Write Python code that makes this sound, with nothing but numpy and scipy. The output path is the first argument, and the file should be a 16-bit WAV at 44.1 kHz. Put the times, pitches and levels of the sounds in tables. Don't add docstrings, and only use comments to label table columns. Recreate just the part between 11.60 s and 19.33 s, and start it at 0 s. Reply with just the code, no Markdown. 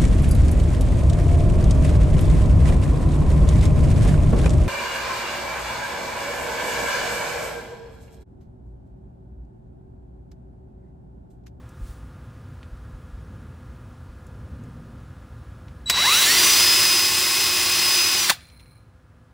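import sys
import numpy as np
from scipy import signal
from scipy.fft import rfft, irfft
from scipy.io import wavfile
from scipy.ndimage import uniform_filter1d, map_coordinates

SR = 44100
rng = np.random.default_rng(int(sys.argv[2]) if len(sys.argv) > 2 else 0)


def log_audio(samples):
    frames = np.atleast_2d(samples).T
    limited = np.clip(frames, -1, 1)
    pcm = np.round(limited * 32767).astype(np.int16)
    wavfile.write(sys.argv[1], SR, pcm)


N = 340893
TIME = np.arange(N) / SR
FREQS = np.arange(N // 2 + 1) * SR / N
FULL_SPEED_HZ = 361.6
TRIGGER_S, BRAKE_S = 4.2585, 6.691

# (frequency [Hz], level [dB])
RUMBLE_SPECTRUM = [(15, -48), (25, -27.5), (38, -16.5), (58, 1.5), (80, -0.5), (115, -1.5), (160, -10),
                   (210, -17), (240, -10.5), (280, -17), (380, -24), (600, -42), (1200, -73)]
SWELL_SPECTRUM = [(40, -16), (105, 3.5), (160, -7.5), (235, -4.5), (300, -20), (550, -20), (900, -48),
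                  (2500, -80)]
AIR_SPECTRUM = [(200, -3), (450, 2), (800, 0.5), (1350, 2), (1800, -4.5), (2300, -10.5), (3200, -12.5),
                (5000, -17.5), (10000, -22), (11500, -28), (13000, -30), (15000, -24)]
# (time [s], half length [s], level [dB])
SWELL_TIMES = [(1.78, 0.29, -46), (3.002, 0.43, -40.5)]
# (frequency [Hz], level [dB])
HUM_TONES = [(511.4, -63), (1222, -67.5), (1405, -69), (1674, -70), (2552, -80), (5281, -86.5), (9943, -91),
             (10078, -95), (10207, -83.5), (13851, -95.5), (14099, -98), (14346, -96.5)]
# (time [s], level [dB], centre pitch [Hz])
BIT_TAPS = [(0.091, -47, 7500), (1.0298, -38.5, 2790), (2.667, -48, 9000), (3.0374, -52, 8000),
            (4.082, -45, 2960), (6.808, -41, 3200), (6.8695, -51, 7000), (6.899, -45, 3200),
            (6.9963, -43, 2930), (7.005, -47, 3200), (7.058, -50, 2800)]
# (frequency [Hz], level [dB])
TAP_SPECTRUM = [(300, -21), (1400, -2.5), (2600, -6), (4500, -10), (7000, -4.5), (10000, -9), (12500, -12),
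                (15500, -9)]
BRUSH_SPECTRUM = [(500, -8), (2500, 5), (10000, 6), (12500, -7), (15000, 5)]
# (time [s], peak level [dB])
SOFT_BUMPS = [(0.234, -25.5), (0.309, -33), (1.135, -31), (1.35, -33.5), (1.547, -31.5), (2.501, -36)]
# (time [s], share of full speed [0-1])
TARGET_SPEED = [(4.2585, 0.05), (4.3, 0.16), (4.34, 0.375), (4.41, 0.442), (4.46, 0.673), (4.58, 0.857),
                (4.655, 0.784), (4.665, 1.0), (6.555, 1.0), (6.59, 0.922), (6.69, 0.858)]
# (time [s], speed lost [turns/s], half length [s])
HAND_LEANS = [(4.88, 4.0, 0.13), (5.34, 1.9, 0.14), (6.39, 3.3, 0.11)]
# (multiple of motor speed [x], level [dB])
RIPPLE_TONES = [(6, 0), (12, 0), (7, -10), (18, -8), (24, -3), (30, -10), (36, -10)]
FAN_TONES = [(14, 0), (28, -21)]
GEAR_TONES = [(17, 0), (18, -18), (19, -13), (20, -16), (22, -10), (33, -19), (34, -14), (35, -19)]
ROTOR_TONES = [(.258, -50), (.883, -49), (1, -44.5), (3, -43), (7, -34.5), (13.5, -41)]
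# (frequency [Hz], gain [dB])
CASE_GAIN = [(300, -35), (650, -11), (850, -6), (1030, 2), (1250, -3), (1700, -5), (2080, 4), (2300, -6),
             (3000, -4), (3800, -14), (5100, -16), (5550, 1), (6500, -1), (9000, -12)]
HOUSING_GAIN = [(3500, -27), (3890, 14.5), (4100, -14.5), (4430, 10), (4620, -3), (4850, 1.5), (5000, 1.5),
                (5080, 1), (5400, -1.5), (5750, -3.5), (5920, 3), (6040, 2.5), (6100, -4.5), (6145, -11)]
# (frequency [Hz], level [dB])
GRIND_SPECTRUM = [(88, -55.5), (150, -19), (274, -20), (360, -17), (521, -21.5), (1050, -14.5), (1300, -15),
                  (2570, -9.5), (4430, -8.5), (4880, -10), (5380, -8.5), (6540, -10.5), (10000, -11.5),
                  (11700, -16.5), (15700, -14)]
# (frequency [Hz], width [Hz], gain [dB])
BODY_RESONANCES = [(390, 90, 1.5), (1070, 190, 4), (1430, 90, 3), (2100, 160, 5), (2260, 110, -5),
                   (2720, 260, 3), (3580, 240, 1.5), (4180, 150, 3), (4700, 200, 2), (5900, 300, 3),
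                   (6550, 500, -4), (7200, 400, 3), (9200, 300, -4), (9900, 700, 4), (12900, 1200, -3),
                   (14900, 1000, 5)]
# (time [s], grinding level [dB], scraping level [dB])
CUTTING_LEVELS = [(4.33, -34, -42), (4.35, -29.5, -43), (4.39, -27, -34), (4.55, -23.5, -24),
                  (4.85, -22, -22.5), (5.57, -27, -27.5), (6.35, -26, -27.5), (6.56, -27, -29.5),
                  (6.68, -27.5, -29)]
# (time [s], level [dB], decay [s])
LOCK_KNOCKS = [(4.2981, -5, 0.002), (4.3007, -8, 0.0028), (4.3066, -14.5, 0.0046), (6.6897, -24, 0.021),
               (6.6965, -7.5, 0.0041), (6.7005, -8, 0.0045), (6.7044, -11, 0.0019)]
# (frequency [Hz], level [dB])
KNOCK_SPECTRUM = [(88, -46.5), (150, -16.5), (473, -15), (1070, -8), (2420, -3.5), (3000, -10.5),
                  (3510, -2.5), (5930, -8.5), (6410, -12), (8930, -12.5), (11700, -19.5), (15700, -12.5)]
# (time [s], level [dB])
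FAN_LOUDNESS = [(4.9, -25), (5.084, -20.5), (5.476, -24), (5.514, -29), (5.648, -26.5), (6.014, -28),
                (6.402, -23), (6.56, -27)]
# (frequency [Hz], width [Hz], level [dB])
METAL_RESONANCES = [(2286, 320, -7.5), (3450, 310, -28.5), (4130, 140, -2.5), (5230, 130, -22),
                    (9150, 600, -10), (10430, 780, -12), (11780, 130, -19), (15380, 700, -15)]


def amp(db):
    return 10 ** (np.asarray(db) / 20)


def unit_rms(x):
    return x / np.sqrt(np.mean(x ** 2) + 1e-20)


def db_at(spectrum, hz=FREQS):
    points_hz, db = np.transpose(spectrum)
    return np.interp(np.log(hz + 1), np.log(points_hz + 1), db)


def gain_curve(rows, column=1):
    rows = np.array(rows)
    return amp(np.interp(TIME, rows[:, 0], rows[:, column]))


def colour(x, db):
    cepstrum = irfft(np.log(amp(np.maximum(db, -100))), N)
    cepstrum[1:N // 2] *= 2
    cepstrum[N // 2:] = 0
    response = irfft(np.exp(rfft(cepstrum)), N)[:4096]
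    return signal.oaconvolve(x, response)[:N]


def resonance(hz, width):
    return 1 / (1 + (2 * (FREQS - hz) / width) ** 2)


def noise(spectrum):
    white = rng.standard_normal(len(FREQS)) + 1j * rng.standard_normal(len(FREQS))
    return unit_rms(irfft(amp(db_at(spectrum)) * white, N))


def wander(hz):
    return unit_rms(signal.sosfilt(signal.butter(2, hz, fs=SR, output="sos"), rng.standard_normal(N)))


def band_rms(x, low_hz, high_hz):
    band = rfft(x)[(FREQS > low_hz) & (FREQS < high_hz)]
    return np.sqrt(2 * np.sum(abs(band) ** 2)) / N


def add(mix, s, sound):
    part = mix[round(s * SR):][:len(sound)]
    part += sound[:len(part)]


def since(s):
    return np.maximum(TIME - s, 0)


def hump(s, half_length):
    return np.exp(-((TIME - s) / half_length) ** 2)


def burst(decay_s):
    return rng.standard_normal(4096) * np.exp(-TIME[:4096] / decay_s)


def tones(turns, rows, flutter, flutter_hz):
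    return np.sqrt(2) * sum(amp(db) * np.sin(2 * np.pi * (multiple * turns + rng.random()))
                            * (1 + flutter * wander(flutter_hz)) for multiple, db in rows)


def outdoors(rumble_db=-41, air_db=-55, rumble_drop_db=-10, air_drop_db=-8):
    progress = np.clip(since(TRIGGER_S) / (BRAKE_S - TRIGGER_S), 0, 1) ** .65
    rumble = noise(RUMBLE_SPECTRUM) * amp(rumble_db + rumble_drop_db * progress + .3 * wander(15))
    swells = noise(SWELL_SPECTRUM) * sum(amp(db) * hump(s, half) for s, half, db in SWELL_TIMES)
    hum = sum(amp(db) * np.sin(2 * np.pi * hz * TIME + .6 * wander(4)) for hz, db in HUM_TONES)
    air = amp(air_db) * noise(AIR_SPECTRUM)
    return rumble + swells + amp(air_drop_db * progress) * (air + np.sqrt(2) * hum)


def bit_taps(gain_db=-8, width_octaves=.8):
    taps = np.zeros(N)
    for s, db, centre_hz in BIT_TAPS:
        spectrum = rfft(burst(decay_s=.0043))
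        hz = np.linspace(1, SR / 2, len(spectrum))
        focus = 1 / (1 + (np.log2(hz / centre_hz) / width_octaves) ** 4)
        tap = irfft(spectrum * amp(db_at(TAP_SPECTRUM, hz)) * focus)
        add(taps, s, amp(db + gain_db) * tap[:2000] / np.std(tap[:100]))
    return taps


def handling(bump_hz=47, brush_s=.29, brush_db=-55, fade_s=.08):
    brush = amp(brush_db) * np.exp(-abs(TIME - brush_s) / fade_s) * noise(BRUSH_SPECTRUM)
    bumps = sum(amp(db) * hump(s, .02) * np.cos(2 * np.pi * bump_hz * (TIME - s))
                for s, db in SOFT_BUMPS)
    return brush + bumps


def motor(inertia_s=.0834, brake_decay_s=.034):
    drive = np.interp(TIME, *np.transpose(TARGET_SPEED), left=0)
    lag = np.exp(-1 / (inertia_s * SR))
    share = signal.lfilter([1 - lag], [1, -lag], drive)
    sag = sum(depth * hump(s, half) for s, depth, half in HAND_LEANS)
    speed = (FULL_SPEED_HZ * share - sag) * np.exp(-since(BRAKE_S) / brake_decay_s)
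    torque = np.maximum(drive - share, 0) * (TIME < BRAKE_S)
    return drive, np.maximum(speed, 0), torque, sag


def controller_whistle(drive, speed, chop_hz=3919.5, chop_db=-24.5, rise_db=8.5, octave_db=-37):
    pulse_width = np.maximum.accumulate(drive)
    phase = 2 * np.pi * chop_hz * TIME
    strength = amp(chop_db + rise_db * speed / FULL_SPEED_HZ) * np.sqrt(abs(np.sin(np.pi * pulse_width)))
    attack = np.minimum(since(TRIGGER_S) / .004, 1)
    whistle = attack * strength * np.sin(phase) * (1 + .13 * wander(121.5))
    octave = amp(octave_db) * np.sin(2 * np.pi * pulse_width) * np.sin(2 * phase)
    return np.sqrt(2) * (whistle + octave)


def gear_slack(speed):
    change = uniform_filter1d(abs(np.gradient(speed)) * SR, 1500)
    return .0055 * np.tanh(change / 220) * wander(110)


def motor_ripple(turns, speed, torque, pull_db=-18, overtones_db=1, brake_db=-24):
    shaft = turns + gear_slack(speed)
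    share = speed / FULL_SPEED_HZ
    rows = [(multiple, db + db_at(CASE_GAIN, multiple * speed)) for multiple, db in RIPPLE_TONES]
    pull = amp(pull_db) * np.tanh(torque / .17) ** 1.5 * share ** .8
    stall_fade = np.clip((share - .27) / .12, 0, 1)
    brake = amp(brake_db) * np.minimum(since(BRAKE_S) / .0015, 1) * stall_fade
    main_tone = tones(shaft, rows[:1], flutter=.15, flutter_hz=70)
    overtones = tones(shaft, rows[1:], flutter=.35, flutter_hz=70)
    return (pull + brake) * main_tone + pull * amp(overtones_db) * overtones


def grinding(turns, grind_db=-1.6, scrape_db=-.77, chips_per_s=2500, split_hz=6500):
    carrier = turns * 7 / 27
    spindle = carrier / 3
    teeth = rng.standard_normal(400)
    knocks = unit_rms(map_coordinates(teeth, [(carrier % 1) * len(teeth)], mode="grid-wrap"))
    chips = unit_rms(rng.standard_normal(N) * (rng.random(N) < chips_per_s / SR))
    force = .09 * knocks + .46 * chips + rng.standard_normal(N)
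    force *= 1 + .055 * np.sin(2 * np.pi * spindle) + .048 * wander(55)
    body_db = sum(db * resonance(hz, width) for hz, width, db in BODY_RESONANCES)
    sound = colour(force, db_at(GRIND_SPECTRUM) + body_db)
    treble = irfft(rfft(sound) / (1 + (split_hz / (FREQS + 1)) ** 8), N)
    grind = amp(grind_db) * gain_curve(CUTTING_LEVELS) * (sound - treble) / band_rms(sound, 2300, 3700)
    scrape = amp(scrape_db) * gain_curve(CUTTING_LEVELS, 2) * treble / band_rms(sound, 8200, 15500)
    fade_in = np.minimum(since(TRIGGER_S) / .09, 1)
    coast = amp(-682 * since(BRAKE_S + .013))
    return fade_in * coast * (grind + scrape)


def lock_clacks():
    knocks = np.zeros(N)
    for s, db, decay_s in LOCK_KNOCKS:
        add(knocks, s, amp(db) * burst(decay_s))
    shape_db = db_at(KNOCK_SPECTRUM)
    return colour(knocks, shape_db) / np.sqrt(np.mean(amp(shape_db) ** 2))


def rotor_growl(turns, speed, torque, sag, idle_db=-56, torque_db=-19, lean_db=-54):
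    strain = amp(idle_db) + amp(torque_db) * torque + amp(lean_db) * sag
    angle = 2 * np.pi * turns
    shake = wander(20) * np.sin(angle) + wander(20) * np.cos(angle)
    return strain * (speed / FULL_SPEED_HZ) ** 4 * shake


def whine(turns, speed, drive, gears_db=-26):
    fan_gain = amp(db_at(HOUSING_GAIN, FAN_TONES[0][0] * speed)) * gain_curve(FAN_LOUDNESS)
    fan = fan_gain * tones(turns + gear_slack(speed), FAN_TONES, flutter=.084, flutter_hz=12)
    gear_gain = amp(gears_db + db_at(HOUSING_GAIN, GEAR_TONES[0][0] * speed))
    gears = gear_gain * tones(turns, GEAR_TONES, flutter=.12, flutter_hz=20)
    rotor = (speed / FULL_SPEED_HZ) ** 6 * tones(turns, ROTOR_TONES, flutter=.2, flutter_hz=10)
    spinning = np.minimum(speed / (.95 * FULL_SPEED_HZ), 1) ** 6
    return spinning * drive ** 3.7 * (fan + gears + rotor)


def metal_ring(start_s=6.72, end_s=7.16, slide_db=-56.5, slips_per_s=220, knock_db=-18):
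    shape = sum(amp(db) / np.sqrt(width) * resonance(hz, width) for hz, width, db in METAL_RESONANCES)
    slips = rng.uniform(.34, 1, N) * (rng.random(N) < slips_per_s / SR)
    rubbing = .046 * rng.standard_normal(N)
    ring = unit_rms(colour(slips + rubbing, 20 * np.log10(shape)))
    slide = (TIME > start_s) * amp(slide_db - 16 * since(start_s) - 110 * since(end_s))
    knocks = sum((TIME > s) * amp(db + knock_db) * np.exp(-since(s) / .04)
                 for s, db, _ in BIT_TAPS if s > start_s)
    return np.hypot(slide, knocks) * ring * amp(1.8 * wander(30))


def with_echoes(x, near_db=-10, near_fade_s=.12, far_db=-29, far_fade_s=.57):
    t = TIME[:SR]
    near, far = rng.standard_normal((2, SR)) * (t > .003)
    near *= amp(-60 * t / near_fade_s)
    far = signal.sosfilt(signal.butter(1, 4000, fs=SR, output="sos"), far) * amp(-60 * t / far_fade_s)
    echo = amp(near_db) * near / np.linalg.norm(near) + amp(far_db) * far / np.linalg.norm(far)
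    return x + signal.fftconvolve(x, echo)[:N]


def scene():
    drive, speed, torque, sag = motor()
    turns = np.cumsum(speed * (1 + .0003 * wander(30))) / SR
    drill = with_echoes(grinding(turns) + lock_clacks() + bit_taps())
    drill += motor_ripple(turns, speed, torque) + whine(turns, speed, drive)
    drill += rotor_growl(turns, speed, torque, sag) + controller_whistle(drive, speed)
    mono = drill + metal_ring() + outdoors() + handling()
    return np.array([mono, mono])


def record(dry):
    ceiling, cutoff_hz = .85, 15800
    rounded = dry / (1 + (dry / ceiling) ** 8) ** (1 / 8)
    lowpass = signal.firwin(801, cutoff_hz, window=("kaiser", 9), fs=SR)
    return signal.oaconvolve(rounded, lowpass[None], "same")


dry = scene()
out = record(dry)
log_audio(out)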